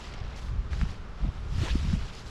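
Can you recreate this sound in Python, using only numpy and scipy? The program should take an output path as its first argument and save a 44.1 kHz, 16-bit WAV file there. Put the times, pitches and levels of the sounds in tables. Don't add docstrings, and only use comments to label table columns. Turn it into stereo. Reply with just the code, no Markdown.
import sys
import numpy as np
from scipy import signal
from scipy.fft import rfft, irfft
from scipy.io import wavfile
from scipy.ndimage import uniform_filter1d, map_coordinates

SR = 44100
rng = np.random.default_rng(int(sys.argv[2]) if len(sys.argv) > 2 else 0)


def to_wav(s):
    ch = np.atleast_2d(s).T
    pcm = np.round(np.clip(ch, -1, 1) * 32767)
    wavfile.write(sys.argv[1], SR, pcm.astype(np.int16))


N = 101429

# frequency in Hz, correlation from -1 to 1.
NEAR_CORRELATION = [(200, 0.7), (700, 0.94), (1500, 0.34), (3100, 0.58), (6800, 0.19), (10000, 0.18),
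                    (14000, 0)]


def amp(db):
    return 10 ** (np.asarray(db) / 20)


def unit(x):
    return x / np.sqrt(np.mean(x ** 2) + 1e-20)


def read(points, hz):
    f, value = np.transpose(points)
    return np.interp(np.log(hz + 1), np.log(f + 1), value)


def pan(db):
    gains = np.array([amp(db / 2), amp(-db / 2)])
    return gains / np.sqrt(np.mean(gains ** 2, 0))


def add(mix, s, sound):
    part = mix[:, max(round(s * SR), 0):][:, :sound.shape[1]]
    part += sound[:, :part.shape[1]]


def grid(size):
    hop = size // 4
    return np.arange(N // hop + 5)[:, None] * hop / SR, np.fft.rfftfreq(size, 1 / SR)


def noise(field, correlation):
    size = 2 * (field.shape[-1] - 1)
    a, b, c, d = rng.standard_normal((4,) + field.shape[-2:])
    left, independent = a + 1j * b, c + 1j * d
    correlation = np.clip(correlation, -1, 1)
    right = correlation * left + np.sqrt(1 - correlation ** 2) * independent
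    spectra = (np.array([left, right]) * field).swapaxes(1, 2)
    sound = signal.istft(spectra, nperseg=size, noverlap=size - size // 4)[1][:, :N]
    return sound * np.sqrt(3 / size)


def grain(shape, flicker_db, patch_db):
    patches = uniform_filter1d(rng.standard_normal(shape), size=6, axis=0)
    patches = uniform_filter1d(patches, size=5, axis=1)
    flicker = rng.standard_normal((shape[0], 1))
    return amp(flicker_db * flicker + patch_db * unit(patches))


def river():
    # frequency in Hz, relative density in dB per Hz.
    wash = [(30, 4.5), (110, 5.5), (190, 3.5), (250, -4.5), (335, -6.5), (365, -10), (390, -1), (420, -6),
            (700, -10.5), (1300, -7.5), (2000, -15.5), (4000, -21), (5500, -24.5), (7700, -32.5),
            (8400, -38), (11000, -40), (15000, -59)]
    # frequency in Hz, correlation from -1 to 1.
    likeness = [(50, 0.71), (150, 0.96), (400, 0.89), (1400, 0.74), (3100, 0.38), (6800, 0.078),
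                (14000, -0.74)]
    level_db, side_db = -44.5, 1.2
    t, hz = grid(size=1024)
    field = amp(level_db) * unit(amp(read(wash, hz))) * np.ones_like(t)
    return noise(field, read(likeness, hz)) * pan(side_db)[:, None]


def buffeting():
    # time in seconds, level in dB before the gain, left-right difference in dB.
    flow_course = [(0.0, -46.5, 2.5), (0.25, -34.5, -5), (0.4, -40, 5), (0.46, -34.5, -14.5),
                   (0.57, -29.5, -6), (0.6, -32, -5), (0.64, -37.5, 1), (0.8, -30, -9), (0.82, -26, -15),
                   (0.85, -31, -4.5), (1.04, -40, 2), (1.18, -40.5, -6), (1.23, -30, 4), (1.29, -29, -5),
                   (1.32, -40.5, 3), (1.41, -34.5, 4), (1.54, -30.5, 4), (1.6, -26, 0), (1.635, -26, 1),
                   (1.68, -36, 8), (1.72, -28.5, -5), (1.79, -31, 3.5), (1.85, -25.5, 10), (1.93, -26, 7.5),
                   (1.96, -25, 4), (2.0, -31, 5), (2.05, -31, 4), (2.081, -37.5, 3.5), (2.22, -48.5, 1),
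                   (2.26, -38.5, 1.5), (2.3, -46, -3)]
    # frequency in Hz, relative density in dB per Hz.
    rumble = [(10, -14), (25, 0.5), (55, 3), (90, -0.5), (150, -8), (230, -18.5), (400, -36.5), (900, -80),
              (3000, -99)]
    gain_db = 2.5
    shift_oct_per_db, reference_db = 0.053, -25
    s, db, side = np.transpose(flow_course)
    t, hz = grid(size=2048)
    stretch = 2 ** (shift_oct_per_db * (np.interp(t, s, db) - reference_db))
    correlation = read([(50, -0.17), (130, 0.28), (300, 0.57)], hz)
    flow = noise(amp(read(rumble, hz / stretch)), correlation)
    flow /= np.sqrt(uniform_filter1d(flow ** 2, size=3000, axis=1) + 1e-20)
    now = np.arange(N) / SR
    return flow * amp(np.interp(now, s, db) + gain_db) * pan(np.interp(now, s, side))


def eddies():
    # time in seconds, peak in dB before panning, centre frequency in Hz,
    # left-right difference in dB, Gaussian half length in cycles, delay of left after right in seconds.
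    pulses = [(0.216, -27, 102, -19, 0.6, 0), (0.517, -25.5, 109, -12, 0.49, 0),
              (.597, -20.5, 44.8, -20, 0.48, -0.0017), (.735, -23.5, 58.6, -4, .5, 0.0037),
              (0.824, -15, 51.6, -2, 0.54, 0), (.8365, -16, 144, -30, 0.46, 0.00044),
              (1.236, -22, 45, 2, 0.56, .003), (1.251, -25.5, 210, 2, 0.38, -0.00011),
              (1.265, -19.5, 122, -29, 0.39, 0), (1.281, -20.5, 48, -18, 0.52, 0.0013),
              (1.585, -23.5, 140, 2, .5, .001), (1.636, -30, 317, -1, 1.3, .0004),
              (1.712, -18, 130.6, 1, 0.58, -0.0036), (1.727, -18.5, 52, -21, 0.72, -0.00032),
              (1.7565, -12, 236, -0.5, 0.34, .001), (1.7564, -16.5, 45.3, -5, 0.44, 0.001),
              (1.852, -24, 159, 5, 0.66, .001), (1.938, -17.5, 177, 5, 0.78, -0.00029)]
    out, t = np.zeros((2, N)), np.arange(N) / SR
    for s, db, hz, side, cycles, lag in pulses:
        turns = (t - s - np.array([[lag], [-lag]]) / 2) * hz
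        swing = np.exp(-(turns / cycles) ** 2 / 2) * np.cos(2 * np.pi * turns)
        out += pan(side)[:, None] * amp(db) * swing
    return out


def rustles():
    # start in seconds, attack in seconds, time from start to release in seconds,
    # level in dB before the grain, left-right difference in dB, spectral tilt in dB per octave.
    strokes = [(-.06, 0.032, 0.14, -48, -0.5, 1.1), (0.09, 0.05, 0.11, -49, 3.5, -2.5),
               (0.234, .03, 0.15, -51.5, 2.5, -1.5), (0.348, 0.028, 0.037, -50.5, 4, 5),
               (0.4, 0.03, 0.072, -54.5, 2, 5), (0.687, 0.044, 0.085, -48.5, 3, 1.5),
               (0.766, 0.035, 0.059, -47.5, 3.5, 2), (0.843, 0.061, 0.065, -48, 4, 1.5),
               (1.134, 0.081, 0.14, -50.5, 2.5, -2), (1.274, 0.06, 0.31, -57.5, 7, 1.5),
               (1.441, .16, 0.3, -48, 2.5, 4), (1.728, 0.027, 0.23, -46.5, 1, 2.5),
               (1.953, 0.076, 0.14, -48.5, -0.5, 1.5), (2.105, 0.037, 0.11, -50.5, 0, 3.5),
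               (2.235, .04, .08, -51.5, 2.5, 4.5)]
    # frequency in Hz, relative density in dB per Hz.
    friction = [(200, -14.5), (600, 8), (1300, 2), (2800, 2), (4000, -0.5), (5200, -2), (6300, -7),
                (7700, -11), (8400, -19), (10000, -20), (12500, -32), (15000, -38.5)]
    release_s = 0.045
    t, hz = grid(size=256)
    power = 0
    for start, attack, length, db, side, tilt_db in strokes:
        rise = np.sin(np.pi / 2 * np.clip((t - start) / attack, 0, 1)) ** 2
        decay = np.exp(-np.maximum(t - start - length, 0) / release_s)
        colour = unit(amp(read(friction, hz) + tilt_db * np.log2(hz + 1)))
        power = power + (pan(side)[:, None, None] * amp(db) * rise * decay * colour) ** 2
    field = np.sqrt(power) * grain(power.shape[1:], flicker_db=1.1, patch_db=2)
    return noise(field, read(NEAR_CORRELATION, hz))


def crackles():
    # start in seconds, length in seconds, crackles per second,
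    # base level in dB before the random spread, mean left-right difference in dB.
    bursts = [(0.05, .22, 520, -41.5, -8), (1.758, .28, 260, -39.5, 13)]
    low_hz, high_hz = 1400, 5650
    decay_s, spread_db = 0.0004, 2.5
    out, t = np.zeros((2, N)), np.arange(300) / SR
    for start, length, rate, db, side in bursts:
        for when, pitch, size, place in rng.random((int(rate * length), 4)):
            hz = low_hz * (high_hz / low_hz) ** pitch
            envelope = t / decay_s * np.exp(-t / decay_s)
            ring = np.sin(2 * np.pi * hz * t) * envelope
            gain = amp(db + spread_db * (2 * size - 0.5))
            gains = gain * pan(side + 10 * (place - 0.5))[:, None]
            add(out, start + when * length, gains * ring)
    return out


def ticks():
    # time in seconds, peak of the ring's envelope in dB before panning, ring frequency in Hz,
    # left-right difference in dB, initial scatter level in dB relative to that peak.
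    taps = [(0.138, -33.5, 2600, -4, -8), (0.363, -37, 5300, -16, -14), (.485, -36, 1720, 18, -17),
            (0.7317, -25.5, 1750, 9, -18), (0.8139, -23, 1520, 6, -20), (0.853, -32, 1150, 11, -20),
            (1.684, -26.5, 1900, 14, -22), (1.900, -28.5, 1800, 15, -20), (1.930, -29, 1410, 10, -21),
            (2.152, -38.5, 6500, -12, -17), (2.194, -36, 4700, 2, -9)]
    ring_decay_s, scatter_decay_s = 0.00023, 0.0073
    out, t = np.zeros((2, N)), np.arange(1500) / SR
    band = signal.butter(3, [900, 5500], "band", fs=SR, output="sos")
    for s, db, hz, side, scatter_db in taps:
        envelope = t / ring_decay_s * np.exp(1 - t / ring_decay_s)
        ring = np.sin(2 * np.pi * hz * t) * envelope
        hiss = unit(signal.sosfilt(band, rng.standard_normal((2, len(t)))))
        scatter = hiss * amp(scatter_db) * np.exp(-t / scatter_decay_s)
        add(out, s, amp(db) * pan(side)[:, None] * (ring + scatter))
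    return out


def cast():
    # frequency in Hz, relative density in dB per Hz.
    swish = [(100, 15.5), (300, 5), (480, 2.5), (1000, -1), (1800, 2), (3200, 0.5), (5000, -5.5),
             (7700, -9.5), (8500, -16.5), (10500, -23), (15000, -36)]
    # middle in seconds, half length in seconds,
    # pitch at the middle in Hz, glide in octaves per second, level at the middle in dB before the grain.
    whistles = [(1.677, 0.014, 920, 8, -43.5), (1.699, 0.005, 1830, 5, -44),
                (1.699, 0.0089, 3260, 16, -37.5), (1.714, 0.011, 2680, 3, -43),
                (1.717, 0.006, 4900, 8, -48), (1.787, 0.0089, 2780, 2, -48.5)]
    top_speed_s, rise_s, fall_s = 1.637, 0.032, 0.057
    swish_db, width_oct = -34.5, 0.15
    t, hz = grid(size=512)
    spread = np.where(t < top_speed_s, rise_s, fall_s)
    speed = np.exp(-((t - top_speed_s) / spread) ** 2 / 2)
    power = (amp(swish_db) * speed * unit(amp(read(swish, hz)))) ** 2
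    for s, half, pitch, glide, db in whistles:
        octaves = np.log2((hz + 1) / pitch)
        band = np.exp(-((octaves - glide * (t - s)) / width_oct) ** 2)
        band_mean = np.mean(np.exp(-(octaves / width_oct) ** 2))
        swell = np.exp(-((t - s) / half) ** 2)
        power = power + amp(db) ** 2 * swell * band / band_mean
    field = np.sqrt(power) * grain(power.shape, flicker_db=1.2, patch_db=1.6)
    return noise(field, read(NEAR_CORRELATION, hz)) * pan(0.34)[:, None]


def scene():
    near_lag_s = 0.00003
    left, right = rustles() + crackles() + cast() + ticks()
    left = map_coordinates(left, [np.arange(N) - near_lag_s * SR], order=5)
    return river() + buffeting() + eddies() + np.array([left, right])


def record(dry):
    # frequency in Hz, left-right difference in dB.
    port_balance = [(1200, 0), (2200, 1.7), (3300, 2.5), (4300, 0.5), (5300, -4), (6500, -6), (8000, -1.5),
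                    (12000, 2.5)]
    cutoff_hz = 15500
    port_gains = pan(read(port_balance, np.fft.rfftfreq(N, 1 / SR)))
    coloured = irfft(rfft(dry) * port_gains, N)
    low_pass = signal.firwin(401, cutoff_hz, window=("kaiser", 9), fs=SR)
    return signal.oaconvolve(coloured, low_pass[None], "same")


dry = scene()
out = record(dry)
to_wav(out)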